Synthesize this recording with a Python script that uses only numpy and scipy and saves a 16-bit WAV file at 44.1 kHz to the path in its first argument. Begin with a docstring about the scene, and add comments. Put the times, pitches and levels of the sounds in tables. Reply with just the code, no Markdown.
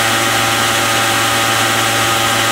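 """Industrial centrifugal separator

A separator runs at constant speed, heard close up in a workshop.
The spinning bowl drones on multiples of its turning rate; the slower drive motor adds weaker lines.
Air dragged round the bowl rushes and keeps the steel housing ringing, with a fine hiss on top.
Beneath lies a wide low rumble that swells, then drops away around the first second.
"""
import sys
import numpy as np
from scipy import signal
from scipy.fft import irfft
from scipy.io import wavfile

SR = 44100
rng = np.random.default_rng(int(sys.argv[2]) if len(sys.argv) > 2 else 0)


def unload_audio(sound):
    """Save the sound as a 16-bit wav file, at the path given as the first command line argument."""
    columns = np.transpose(np.atleast_2d(sound))
    # keep every value between -1 and 1, then stretch to whole-number steps
    steps = np.round(np.clip(columns, -1, 1) * 32767)
    wavfile.write(sys.argv[1], SR, steps.astype(np.int16))


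N = 110691
TIME, FREQS = np.arange(N) / SR, np.fft.rfftfreq(N, 1 / SR)

# tones of the bowl: multiple of its turning rate, level/dB
BOWL_TONES = [(1, -28.5), (2, -38), (3, -31), (4, -42.5), (5, -30), (6, -38.5), (7, -26.0), (8, -43.5),
              (9, -40.5), (10, -33), (11, -26.5), (12, -26.8), (13, -32.5), (14, -31), (15, -44), (16, -36),
              (17, -38), (18, -31.5), (19, -45), (20, -39), (21, -42.5), (22, -38), (23, -39), (24, -42),
              (26, -38), (27, -43), (29, -48), (32, -45), (33, -43), (34, -48)]
# tones of the motor: multiple of its turning rate, level/dB
MOTOR_TONES = [(10, -39.5), (12, -34.5), (15, -39.6), (16, -43.5), (24, -37), (27, -40.5), (28, -45),
               (30, -45), (31, -45.5), (34, -42.3), (37, -38.5)]
# tones that follow neither shaft, probably bearings: f/Hz, level/dB
BEARING_TONES = [(346.9, -39.4), (769.4, -38.5)]
# resonances of the housing: f/Hz, half-power width/Hz, peak level/(dB per Hz)
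HOUSING_MODES = [(214.5, 8, -53), (243, 28, -52), (283, 12, -61), (364, 53, -60.5), (517, 30, -56),
                 (621, 15, -54.5), (686, 31, -53.5), (770, 21, -48), (865, 26, -54), (870, 15, -62.5),
                 (1054, 39, -54.1), (1135, 26, -49.5), (1248, 23, -45), (1312, 27, -51), (1360, 65, -53.0),
                 (1464, 36, -49.5), (1532, 18, -49.0), (1608, 41, -47), (1665, 88, -54.5),
                 (1754, 21, -51.4), (1813, 27, -48.6), (1892, 43, -45.5), (1964, 29, -51),
                 (2038, 35, -54.5), (2150, 61, -50.5), (2222, 21, -51), (2310, 77, -54.5),
                 (2497, 72, -51.5), (2607, 26, -51), (2667, 62, -54), (2820, 98, -52.4), (2917, 55, -51),
                 (3070, 39, -46.5), (3129, 38, -55), (3220, 35, -53.9), (3334, 107, -51.5), (3660, 50, -61),
                 (3785, 61, -59), (3970, 66, -61.2), (6470, 57, -58.5), (7660, 215, -60), (7830, 57, -63),
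                 (8280, 145, -59.4)]
# rush and hiss of air: f/Hz, level/(dB per Hz)
RUSH_SPECTRUM = [(20, -72), (45, -64.6), (75, -57), (130, -60.9), (185, -62), (240, -57), (450, -57.5),
                 (1000, -56.5), (2000, -69.5), (3000, -58.7), (4000, -56.5), (4500, -62.2), (6000, -60.5),
                 (8000, -62.5), (9500, -64.5), (12000, -68.5), (15700, -70.8)]
# part of the air noise that differs between the two sides: f/Hz, level/(dB per Hz)
SIDE_SPECTRUM = [(25, -82), (130, -80), (320, -81), (700, -75), (1000, -96), (1400, -115), (3900, -110),
                 (4600, -92), (7000, -88), (8000, -75), (10000, -75), (13000, -77.5), (15700, -83)]
# low rumble before its level curve: f/Hz, level/(dB per Hz)
RUMBLE_SPECTRUM = [(20, -66), (75, -57), (140, -61), (250, -69), (450, -80), (900, -110), (2000, -140)]
# level curve of the rumble: t/s, level/dB
RUMBLE_CURVE = [(0, -2), (.2, 1), (.55, -4), (.7, 5), (.85, -2), (1.05, -13), (2.5, -18)]

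BOWL_HZ, MOTOR_HZ = 113.3, 24.203  # turning rates
WANDER_TURNS, WANDER_HZ = 0.00098, 3.5  # tiny wander of the shaft angle, and its top rate
WAVER, WAVER_HZ = 0.075, 3.99  # share by which each tone wavers, and its top rate
FLUTTER_DB, FLUTTER_HZ, FLUTTER_ABOVE_HZ = 0.4, 18, 2000  # treble flutter: depth, top rate, crossover
RIPPLE_DB, RIPPLE_HZ, RIPPLE_FULL_HZ = 1.5, 32, 4500  # fine ripple of the treble: depth, spacing, full from
LEAN_DB, LEAN_ABOVE_HZ = 2.1, 9300  # the top of the hiss leans to the left
EDGE_HZ = 15780  # upper band limit


def scene():
    """The machine's tones stand in the centre of the rushing air and the wide rumble."""
    bowl = shaft(BOWL_HZ, BOWL_TONES)
    motor = shaft(MOTOR_HZ, MOTOR_TONES)
    return bowl + motor + bearings() + air() + rumble()


def shaft(hz, tones):
    """A turning shaft sounds on whole multiples of its rate, all sharing one wander of its angle."""
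    turns = hz * TIME + WANDER_TURNS * drift(WANDER_HZ)
    return sum(tone(round(multiple) * turns, db) for multiple, db in tones)


def bearings():
    """Two tones that follow neither shaft, each at its own fixed pitch."""
    return sum(tone(hz * TIME, db) for hz, db in BEARING_TONES)


def tone(turns, db):
    """One steady line, wavering a little in level and phase."""
    angle = 2 * np.pi * (turns + rng.random())
    in_phase = (1 + WAVER * drift(WAVER_HZ)) * np.cos(angle)
    quadrature = WAVER * drift(WAVER_HZ) * np.sin(angle)
    return np.sqrt(2) * amp(db) * (in_phase + quadrature)  # root 2: levels are RMS


def air():
    """Turbulence, heard directly and through the ringing housing; its treble spreads and flutters."""
    rush_power = amp(read(RUSH_SPECTRUM, FREQS)) ** 2
    colour = np.sqrt(housing_power() + rush_power)
    mid = white() * colour * ripple()
    side = white() * amp(read(SIDE_SPECTRUM, FREQS))

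    # half the lean lifts the left, half lowers the right
    lean_rise = 1 - 1 / (1 + (FREQS / LEAN_ABOVE_HZ) ** 10)
    lean = amp(LEAN_DB / 2 * lean_rise)
    pair = np.array([(mid + side) * lean, (mid - side) / lean])

    treble_share = FREQS ** 2 / (FREQS ** 2 + FLUTTER_ABOVE_HZ ** 2)
    body = irfft(pair * (1 - treble_share), N)
    treble = irfft(pair * treble_share, N)
    return body + treble * amp(FLUTTER_DB * drift(FLUTTER_HZ))


def housing_power():
    """Each resonance of the steel housing is a rounded peak in the power spectrum of the air noise."""
    power = 0
    for hz, width, db in HOUSING_MODES:
        offset = 2 * (FREQS - hz) / width  # 1 at the half-power point
        power = power + amp(db) ** 2 / (1 + (np.sqrt(2) - 1) * offset ** 2) ** 2
    return power


def ripple(count=2048):
    """Close reflections colour the hiss with a fine, fixed random ripple."""
    bumps = np.interp(FREQS / RIPPLE_HZ, np.arange(count), rng.standard_normal(count))
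    fade_in = np.clip(2 * FREQS / RIPPLE_FULL_HZ - 1, 0, 1)  # starts at half the full frequency
    return amp(RIPPLE_DB * bumps * fade_in)


def rumble():
    """Low noise of opposite polarity on the two sides, so wide; it swells, then drops away."""
    level = amp(np.interp(TIME, *np.transpose(RUMBLE_CURVE)))
    low = irfft(white() * amp(read(RUMBLE_SPECTRUM, FREQS)), N) * level
    return np.array([low, -low])


def white():
    """Random-phase spectrum of noise at 0 dB per Hz."""
    return np.exp(2j * np.pi * rng.random(len(FREQS))) * np.sqrt(N * SR / 2)


def drift(top_hz, count=24):
    """Random motion of unit RMS size: a sum of sines with rates spread up to a top rate."""
    rates = top_hz * (np.arange(count) + rng.random(count)) / count
    coarse = np.linspace(0, N / SR, 512)  # sparse times suffice for slow motion
    waves = np.sin(2 * np.pi * (rates[:, None] * coarse + rng.random((count, 1))))
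    return np.interp(TIME, coarse, waves.sum(0) * np.sqrt(2 / count))


def read(points, hz):
    """Reads a spectrum table along a log-frequency axis."""
    f, value = np.transpose(points)
    return np.interp(np.log(hz + 1), np.log(f + 1), value)


def amp(db):
    """Decibels to gain."""
    return 10 ** (np.asarray(db) / 20)


def record(dry):
    """A steep linear-phase low-pass limits the band at the top."""
    lowpass = signal.firwin(1023, EDGE_HZ, window=("kaiser", 9), fs=SR)
    return signal.oaconvolve(dry, lowpass[None], "same")


dry = scene()
out = record(dry)
unload_audio(out)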